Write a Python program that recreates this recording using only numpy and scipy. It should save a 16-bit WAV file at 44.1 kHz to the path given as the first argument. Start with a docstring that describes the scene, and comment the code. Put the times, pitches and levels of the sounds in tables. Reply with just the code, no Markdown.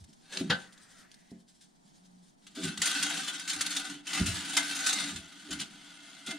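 """A small quiet workshop, with a two-port microphone close to a rusty can that leans on a plywood bench.
A steel and wood dasher is shifted, then dragged out: random rust grains and catches ring wall and steel modes.
Filtered noise hums in the can's air column and the bench; bumps ring decaying plywood modes.
Coloured noise makes the rubber gloves rustle and a lid slide aside; the near walls and still air surround it."""
import sys
import numpy as np
from scipy import signal
from scipy.fft import rfft, irfft, next_fast_len
from scipy.io import wavfile
from scipy.ndimage import map_coordinates

SR = 44100
rng = np.random.default_rng(int(sys.argv[2]) if len(sys.argv) > 2 else 0)


def bounce(signal):
    """Save signal as a 16-bit WAV file at the path given by the first command-line argument."""
    frames = np.transpose(np.atleast_2d(signal))
    limited = np.clip(frames, -1, 1)
    pcm = np.round(limited * 32767).astype(np.int16)
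    wavfile.write(sys.argv[1], SR, pcm)


N = 281754
T = np.arange(N) / SR
PULL_START_S = 1.6  # before this the dasher lies deep in the can


def amp(db):
    """Decibels to amplitude."""
    return 10 ** (np.asarray(db) / 20)


def unit(x):
    """Scale to an rms of one."""
    return x / np.sqrt(np.mean(x ** 2) + 1e-20)


def along(points, hz):
    """Read (pitch_hz, value) points on a log pitch axis."""
    f, v = np.transpose(points)
    return np.interp(np.log(hz + 1), np.log(f + 1), v)


def gains(rows):
    """Gain per sample for each dB column, practically silent (-140 dB) outside the table."""
    s, *columns = np.transpose(rows)
    return [amp(np.interp(T, s, column, -140, -140)) for column in columns]


def wobble(rate, count=N):
    """A smooth random curve, rate knots a second."""
    knots = rng.standard_normal(int(count * rate / SR) + 4)
    return map_coordinates(knots, [T[:count] * rate])


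def filtered(x, response):
    """Multiply the spectrum of x by a complex response of frequency."""
    m = next_fast_len(N + SR // 2)
    return irfft(rfft(x, m) * response(np.fft.rfftfreq(m, 1 / SR)), m)[..., :N]


def body(response):
    """Scale the response so that white noise keeps its rms."""
    size = np.sqrt(np.mean(np.abs(response(np.arange(1, SR / 2))) ** 2))
    return lambda hz: response(hz) / size


def modes(table):
    """Causal sum of resonances with alternating signs."""
    def response(f):
        return sum((-1) ** k * amp(db) * 1j * f * width / (centre ** 2 - f * f + 1j * f * width)
                   for k, (centre, width, db) in enumerate(table))
    return body(response)


def colour(points):
    """Noise colour drawn through (pitch_hz, density_db) points."""
    return body(lambda hz: amp(along(points, hz)))


def grains(per_second, spread_db):
    """Random pulses of uneven size, at an rms of one."""
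    hit = rng.random(N) < per_second / SR
    spread = max(spread_db, 0) * np.minimum(rng.exponential(size=N), 3.5)
    return unit(hit * rng.standard_normal(N) * amp(spread))


def bursts(rows, rise_share):
    """Envelope of (start_s, level_db, t60_s) events; the rise constant is a small share of the t60."""
    env, t = np.zeros(N + SR), np.arange(SR // 2) / SR
    for s, db, t60 in rows:
        env[round(s * SR):][:len(t)] += amp(db - 60 * t / t60) * (1 - np.exp(-t / (rise_share * t60)))
    return env[:N]


# Colour of the still room air: pitch_hz [Hz], density_db [relative dB per Hz]
AIR_COLOUR = [(25, -3.5), (98, -14), (182, 8), (536, -16.5), (709, -8.5), (1100, -17.5), (3500, -33)]
# Out-of-step part of the air against its common part: pitch_hz [Hz], level_db [dB]
AIR_SIDE_LEVEL = [(60, -39), (200, -1), (700, 5.5), (2400, 7)]
AIR_DB = -70.5


def air():
    """Still room as slowly wavering noise; the middle range arrives out of step at the two ports."""
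    mid, side = filtered(rng.standard_normal((2, N)), colour(AIR_COLOUR))
    side = filtered(side, lambda hz: amp(along(AIR_SIDE_LEVEL, hz)))
    return amp(AIR_DB + 1.6 * wobble(3.5)) * (mid + side * np.array([[1], [-1]]))


# Decay of the workshop walls' answer: pitch_hz [Hz], t60_s [s]
SHOP_DECAY = [(150, 0.6), (1500, 0.17), (8000, 0.026)]
# Level of the walls against direct sound: pitch_hz [Hz], level_db [dB]
WALL_ANSWER = [(200, -27), (700, -8.5), (4200, -5.5), (6400, 6.5), (9000, 14)]


def shop(x):
    """Near walls answer as decaying noise, differently at each port; paths change as the parts move."""
    wet, step = np.zeros((2, N + SR)), SR // 20
    fade = np.hanning(2 * step)
    padded = np.pad(x, (step, step))
    for start in range(0, N, step):
        hz, t, z = signal.stft(rng.standard_normal((2, SR // 4)), SR, nperseg=256)
        decay = amp(-60 * t / along(SHOP_DECAY, hz)[:, None])
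        tail = signal.istft(z * decay, SR, nperseg=256)[1]
        piece = padded[start:start + 2 * step]
        piece = piece * fade[:len(piece)]
        echo = signal.fftconvolve(piece[None], tail / np.linalg.norm(tail[0]), axes=1)
        wet[:, start:start + echo.shape[1]] += echo
    late = wet[:, step - 60:][:, :N]  # the answer begins 60 samples after the direct sound
    return filtered(late, lambda hz: amp(along(WALL_ANSWER, hz)))


# Colour of the lid on plywood: pitch_hz [Hz], density_db [relative dB per Hz]
LID_COLOUR = [(1000, -18.5), (1350, -9), (1950, -9.5), (2250, -16.5), (3500, -23)]
LID_START_S, LID_SLOWS_S, LID_STOP_S, LID_EDGE_S = 0.48, 1.05, 1.36, 0.033
LID_DB, LID_FADES_DB = -65, 8
LID_THINS_HZ = 1620  # once the lid slows, only the part above this pitch grinds on


def lid():
    """The lid slides aside: coloured friction noise that thins as it slows."""
    slide, = gains([(LID_START_S - LID_EDGE_S, LID_DB - 12), (LID_START_S, LID_DB),
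                    (LID_SLOWS_S, LID_DB), (LID_STOP_S, LID_DB - LID_FADES_DB),
                    (LID_STOP_S + LID_EDGE_S, LID_DB - 18)])
    grind = filtered(slide * rng.standard_normal(N), colour(LID_COLOUR))
    thin = filtered(grind, lambda hz: 1 / (1 + (LID_THINS_HZ / (hz + 1)) ** 12))
    slowed = np.clip((T - LID_SLOWS_S) / LID_EDGE_S, 0, 1)
    return (1 - slowed) * grind + slowed * thin


# Glove rustle: time_s [s], level_db [dB]
GLOVE_RUSTLE = [(0, -68.5), (0.66, -69), (0.99, -60.5), (1.1, -70.5), (1.56, -73), (2.0, -66),
                (2.12, -71.5), (2.3, -67), (2.37, -75), (2.55, -68.5)]
# Glove ticks and short rubs: start_s [s], level_db [dB], t60_s [s]
GLOVE_TICKS = [(0.04, -42.5, 0.025), (0.128, -46, 0.035), (0.722, -44.5, 0.062), (0.776, -42, 0.019),
               (1.116, -30, 0.003), (1.143, -33, 0.0018), (1.304, -49, 0.047), (1.475, -52, 0.16),
               (1.605, -46.5, 0.15)]
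# Colour of rubber: pitch_hz [Hz], density_db [relative dB per Hz]
RUBBER_COLOUR = [(900, -75), (1500, -9.5), (2660, -13.5), (3200, -5), (4700, -5), (9750, -1.5),
                 (16000, -15.5)]


def gloves():
    """Rubber friction as unsteady coloured noise, with short decaying ticks and rubs."""
    rustle, = gains(GLOVE_RUSTLE)
    rub = rustle * amp(2.6 * wobble(39.8)) * rng.standard_normal(N)
    rub += bursts(GLOVE_TICKS, rise_share=0.11) * rng.standard_normal(N)
    return filtered(rub, colour(RUBBER_COLOUR))


# Shoves on the leaning can, at their peak:
# peak_s [s], air_column_db [dB], plywood_db [dB], bench_shake_db [dB]
CAN_SHOVES = [(-0.02, -57, -62, -40.5), (0.42, -42.5, -26.5, -55), (2.64, -38, -29.5, -42.5),
              (3.56, -60, -61, -53), (3.921, -46, -48, -77), (4.201, -45, -39, -29.5),
              (4.28, -56, -38, -28), (5.03, -60, -43.5, -68), (5.13, -62, -43.5, -40),
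              (5.511, -47, -37.5, -44), (5.6, -48, -47.5, -57), (6.34, -42, -70, -87)]
# The next four lists hold air column, plywood, bench
SHOVE_RISE, SHOVE_FALL = [300, 420, 700], [350, 141, 330]  # dB per s
DRAG_HUM_DB = [-55.5, -51, -100]  # hum under a scrape of -43 dB
DRAG_HUM_GROWS = [0.81, 1, 0.6]  # dB per dB of scrape
SHAKE_LAG_S = 0.011  # the heavy bench answers late
PLYWOOD_REST_DB = -74.5
DEEP_HUM_DB = -27  # the dasher lying deep damps the air column's drag hum


def load():
    """Gains of air column, plywood and bench: a hum that follows the scrape, and a swell at each shove."""
    scrape_db = 20 * np.log10(scrape_gain())
    out = amp(np.c_[DRAG_HUM_DB] + np.c_[DRAG_HUM_GROWS] * (scrape_db + 43))
    out[0] *= np.where(T < PULL_START_S, amp(DEEP_HUM_DB), 1)
    out[1] += amp(PLYWOOD_REST_DB)
    for s, *peak_db in CAN_SHOVES:
        since = T - s - np.c_[[0, 0, SHAKE_LAG_S]]
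        slope = np.where(since < 0, -np.c_[SHOVE_RISE], np.c_[SHOVE_FALL])
        out += amp(np.c_[peak_db] - slope * since)
    return out


# Air resonances in the can: pitch_hz [Hz], width_hz [Hz], level_db [relative dB]
AIR_COLUMN = [(260.2, 8.2, 4.5), (289.8, 11, 18.5)]
# Plywood and bench modes: pitch_hz [Hz], width_hz [Hz], level_db [relative dB]
PLYWOOD_MODES = [(85, 39, 4), (143.9, 12, -10), (182.2, 50, -2), (228.7, 100, -4), (283, 35, -0.5),
                 (380, 29, 2.5), (508, 5.3, 0), (650.4, 2.2, 11.5)]


def load_hum():
    """The shifting load pushes noise through the resonances of air column, plywood and bench."""
    column, wood, shake = load()
    push = rng.standard_normal((3, N))

    def column_body(hz):
        return modes(AIR_COLUMN)(hz) / (1 + (hz / 400) ** 6) / (1 + (150 / (hz + 1)) ** 6)

    def wood_body(hz):
        return modes(PLYWOOD_MODES[1:])(hz) / (1 + (hz / 260) ** 6) / (1 + (115 / (hz + 1)) ** 6)

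    def bench_body(hz):
        return modes([(58, 15, -8), PLYWOOD_MODES[0]])(hz) / (1 + (hz / 120) ** 4)

    out = filtered(column * push[2], column_body)
    out += filtered(wood * push[0], wood_body)
    return out + filtered(shake * push[1], bench_body)


# Bumps on the bench: start_s [s], level_db [dB], t60_s [s, before the extra loss of each mode],
# rise_s [s], favoured_pitch_hz [Hz]
BENCH_BUMPS = [(0.089, -45, 0.088, 0.0055, 179), (0.344, -46, 0.74, 0.015, 338),
               (0.408, -24, 0.18, 0.0019, 214), (0.497, -22, 0.21, 0.0021, 163),
               (1.317, -40.5, 0.48, 0.0008, 200), (2.557, -33.5, 1, 0.029, 280),
               (2.784, -34, 0.18, 0.0032, 156), (4.195, -14.5, 0.17, 0.012, 174),
               (5.482, -31, 0.16, 0.029, 280), (6.272, -30, 0.16, 0.015, 228)]
BUMP_WAVER = 1  # radians: plywood does not ring cleanly
BUMP_UNDER_DB = 2  # a further loss per octave below the favoured pitch


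def bumps():
    """Soft bumps ring the plywood as wavering, decaying sines."""
    thud, t = np.zeros(N + SR), np.arange(SR // 2) / SR
    for s, db, t60, rise, pitch in BENCH_BUMPS:
        ring = 0
        for hz, _, level in PLYWOOD_MODES:
            # modes far from the favoured pitch are struck more weakly; high modes die sooner
            mode_db = level - 20.7 * abs(np.log2(hz / pitch))
            mode_db -= BUMP_UNDER_DB * max(np.log2(pitch / hz), 0)
            mode_db = mode_db + rng.normal(0, 0.9) - 0.23 * hz * t
            phase = 2 * np.pi * hz * t + BUMP_WAVER * wobble(43.6, count=len(t))
            ring = ring + amp(mode_db) * np.sin(phase)
        env = amp(db - 60 * t / t60) * (1 - np.exp(-(t / rise) ** 2))
        thud[round(s * SR):][:len(t)] += env * ring
    return thud[:N]


HUM_S, HUM_LENGTH_S, HUM_DB = 2.003, 0.31, -59.5


def plywood_hum():
    """The lowest strong plywood mode hums briefly: one wavering sine that swells and fades."""
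    swell = np.sin(np.pi * np.clip((T - HUM_S) / HUM_LENGTH_S, 0, 1))
    return amp(HUM_DB) * swell * np.sin(2 * np.pi * PLYWOOD_MODES[2][0] * T + wobble(21.4))


def can_and_bench():
    """Load hum, bumps and plywood hum together, with the deepest bass rolled off."""
    low = load_hum() + bumps() + plywood_hum()
    return filtered(low, lambda hz: (1j * hz / (48 + 1j * hz)) ** 2)


# Strokes of the blades on the wall (a shift, two hard pulls, a slow drag),
# one list per stroke: time_s [s], level_db [dB]
BLADE_STROKES = [
    [(0.2, -73.5), (0.3, -57), (0.335, -43.5), (0.41, -45), (0.47, -58), (0.63, -52.5), (0.68, -62.5)],
    [(2.42, -71), (2.55, -63), (2.64, -39), (2.68, -39), (2.762, -53.5), (2.83, -39.5), (3.05, -37.5),
     (3.27, -41), (3.44, -47.5), (3.72, -41.5), (3.92, -45.5), (4.02, -61.5)],
    [(4.02, -72), (4.06, -50), (4.17, -32.5), (4.25, -43), (4.61, -38.5), (4.73, -41.5), (4.98, -35.5),
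     (5.17, -48.5), (5.24, -53.5)],
    [(5.24, -55), (5.44, -53), (5.6, -50), (5.68, -55), (6.39, -54)],
]


def scrape_gain():
    """All strokes of the blades as one gain."""
    return sum(level for level, in map(gains, BLADE_STROKES))


SLIPS_PER_S, SLIP_T60_S = 160, 0.018


def slips():
    """Sudden small jumps of force that die within a few hundredths of a second."""
    jumps = (rng.random(N) < SLIPS_PER_S / SR) * np.minimum(rng.exponential(size=N), 2.5)
    return signal.fftconvolve(jumps, amp(-60 * T[:SR // 10] / SLIP_T60_S))[:N]


# Moving contact drives modes near one pitch hardest: time_s [s], favoured_pitch_hz [Hz]
CONTACT_PITCH = [(0.37, 3990), (0.5, 3400), (2.9, 3470), (3.3, 3200), (3.6, 4110), (4.2, 2600),
                 (4.57, 3560), (4.78, 4020), (4.97, 3980), (5.3, 3300)]
FAVOUR_DB, FAVOUR_OCTAVES = 5, 0.23
MODE_SHIFTS_PER_S = 14  # each mode is driven harder or softer as the contact moves


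def rung(force, table, press, shift_db):
    """Resonators ring under the force; each mode takes its own, changing share."""
    whole = np.sqrt(sum(amp(row[2]) ** 2 * row[1] for row in table) * np.pi / SR)
    drawn_out = np.clip((T - PULL_START_S) / (T[-1] - PULL_START_S), 0, 1)
    stages = [T < PULL_START_S, drawn_out]
    favoured = np.interp(T, *np.transpose(CONTACT_PITCH))
    out = 0
    for k, (hz, width, db, *change_db) in enumerate(table):
        share_db = db + sum(c * stage for c, stage in zip(change_db, stages))
        share_db = share_db + press * shift_db * wobble(MODE_SHIFTS_PER_S)
        octaves = np.log2(hz / favoured)
        share_db = share_db + FAVOUR_DB * np.exp(-(octaves / FAVOUR_OCTAVES) ** 2)
        b, a = signal.iirpeak(hz, hz / width, SR)
        out = out + (-1) ** k * signal.lfilter(b, a, amp(share_db) * force)
    return out / whole


# Catches and knocks: start_s [s], level_db [dB], wall_ring_db [dB above level_db], t60_s [s]
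BLADE_CATCHES = [(0.372, -12, -42, 0.013), (0.497, -27, 14, 0.054), (0.5002, -14.5, 7, 0.14),
                 (2.4663, -39, -24, 0.082), (2.549, -37, 7.5, 0.56), (2.7752, -20.5, -6, 0.021),
                 (2.8173, -15, -19, 0.07), (2.855, -19, 2, 0.094), (2.872, -20, -4, 0.033),
                 (3.0262, -17.5, -10, 0.062), (3.097, -27.5, 13.5, 0.074), (3.147, -32, 5, 0.05),
                 (3.281, -26, -15, 0.029), (3.396, -24.5, -15, 0.018), (3.476, -25, -18, 0.14),
                 (3.495, -26, -13, 0.13), (3.53, -27, 3.5, 0.095), (3.562, -30, 12, 0.024),
                 (3.6078, -16.5, -15, 0.074), (3.6629, -23.5, -26, 0.049), (3.705, -27.5, -19, 0.12),
                 (3.763, -20.5, -15, 0.083), (4.068, -28.5, -12, 0.16), (4.258, -23.5, -29, 0.23),
                 (4.567, -12.5, 6, 0.085), (4.758, -29, -18, 0.095), (4.862, -17, -2.5, 0.11),
                 (4.8878, -24, -20, 0.12), (4.928, -20, -4.5, 0.05), (5.158, -31.5, -22, 0.12),
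                 (5.506, -27.5, 2, 0.16), (5.527, -29, -12, 0.043), (5.589, -33.5, -20, 0.053),
                 (5.597, -29, -9, 0.13), (5.612, -28.5, -7, 0.072), (6.262, -29.5, 3, 0.28),
                 (6.3074, -26.5, 5.5, 0.044)]
# Colour of bare rust grains: pitch_hz [Hz], density_db [relative dB per Hz]
GRIT_COLOUR = [(150, -44.5), (500, -17.5), (770, -24), (1090, -11), (1480, -3.5), (2300, -4), (4200, -3.5),
               (5000, -4), (9700, -0.5), (16000, -14.5)]
# Upper modes of the steel: pitch_hz [Hz], width_hz [Hz], level_db [relative dB]
STEEL_MODES = [(2656, 20, 12.5), (2898, 40, 14.5), (3039, 44, 9), (3235, 110, 13.5), (3483, 44, 11),
               (3746, 58, 15.5), (4070, 180, 3), (4360, 100, 15.5), (4900, 23, 7.5), (5580, 70, 8.5),
               (6000, 29, 8.5), (6430, 160, 15.5)]
# Lower modes of the can's wall: pitch_hz [Hz], width_hz [Hz], level_db [relative dB],
# deep_change_db [dB while the dasher lies deep], drawn_change_db [dB reached as it is drawn out]
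WALL_MODES = [(498, 35, -20, 17, -8), (670.5, 20, -11, 2, 10.5), (775.7, 47, -6, 3, -0.5),
              (999, 27, -11.5, -3, 5.5), (1212, 23, -2.5, -9, -9), (1445, 42, 3, -1, 5.5),
              (1534, 24, 8, -3.5, -10.5), (1699, 40, -0.5, 5, 1.5), (1993, 13, -1, -3.5, -4.5),
              (2090, 25, -3, -22.5, 11)]
CRACK_LIGHT_DB, CRACK_HARD_DB = -6, -2  # treble of a catch under light and hard pressure
CRACK_DEEP_DB = -13.5  # muffled while the dasher lies deep
KNOCK_DB = 6  # the first instant of a catch strikes the modes, above its level
RING_LASTS = 1.23  # t60 of the wall ring over that of the catch
FLUTTER_DB, SLIP_DEPTH = 1.5, 0.39  # both grow with pressure
LIGHT_RING_DB = -1.5  # a light drag drives the wall less


def dasher():
    """Grains under the stroke and chattering catches, heard bare and through the modes of steel and wall."""
    scrape = scrape_gain()
    press = np.clip((20 * np.log10(scrape) + 58) / 18, 0, 1)  # 0 a light drag, 1 a hard one
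    rust = grains(per_second=6000, spread_db=2.5)
    rust *= amp(FLUTTER_DB * press * wobble(60))
    rust *= 1 + SLIP_DEPTH * press * slips()  # hard pressure sticks and slips
    rubbing = scrape * rust

    chatter = amp(-10.5) * grains(per_second=20000, spread_db=0)
    s, db, ring_db, t60 = np.transpose(BLADE_CATCHES)
    treble_db = CRACK_LIGHT_DB + (CRACK_HARD_DB - CRACK_LIGHT_DB) * np.interp(s, T, press)
    treble_db += CRACK_DEEP_DB * (s < PULL_START_S)
    clank = chatter * bursts(zip(s, db, t60), rise_share=0.0094)
    crack = chatter * bursts(zip(s, db + treble_db, t60), rise_share=0.0036)
    wall_catch = chatter * bursts(zip(s, db + ring_db, RING_LASTS * t60), rise_share=0.027)
    knock = np.bincount(np.round(s * SR).astype(int), amp(db + KNOCK_DB), N)

    def low(hz):
        return 1 / (1 + (hz / 5100) ** 12)

    treble = amp(-2.0 + 2.8 * press) * rubbing + amp(9.5) * crack  # a light drag is duller
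    force = filtered(rubbing + amp(3.5) * clank, low)
    force += filtered(treble, lambda hz: 1 - low(hz))
    wall_force = amp(LIGHT_RING_DB * (1 - press)) * rubbing + wall_catch
    # a light drag is heard more through the steel
    bare = amp(-2.0 + 2.0 * press) * filtered(force, colour(GRIT_COLOUR))
    steel = amp(-6.0) * rung(force + knock, STEEL_MODES, press, shift_db=2.0)
    wall = amp(-8.5) * rung(wall_force, WALL_MODES, press, shift_db=3.0)
    return bare + steel + wall


# Lean of the near sound to one port: pitch_hz [Hz], left_minus_right_db [dB]
PORT_LEAN = [(200, -1.5), (1000, 4), (5000, 0), (15000, 1)]


def scene():
    """Close sources and their wall answers, leaning to one port, over the still air."""
    near = dasher() + can_and_bench() + gloves() + lid()

    def share(hz):
        lean = amp(along(PORT_LEAN, hz) * np.array([[.5], [-.5]]))
        # the more the walls carry, the lower direct sound and walls are set together
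        return lean / np.sqrt(1 + amp(along(WALL_ANSWER, hz)) ** 2)

    return filtered(near + shop(near), share) + air()


# Treble response of the microphone ports: pitch_hz [Hz], level_db [dB]
PORT_TREBLE = [(9700, 3.5), (10200, -5.5), (14500, -8.5), (15300, -11)]
TOP_HZ = 15750  # band limit


def record(dry):
    """The microphone ports dull the top octave; nothing is kept above the band limit."""
    return filtered(dry, lambda hz: amp(along(PORT_TREBLE, hz)) * (hz < TOP_HZ))


dry = scene()
out = record(dry)
bounce(out)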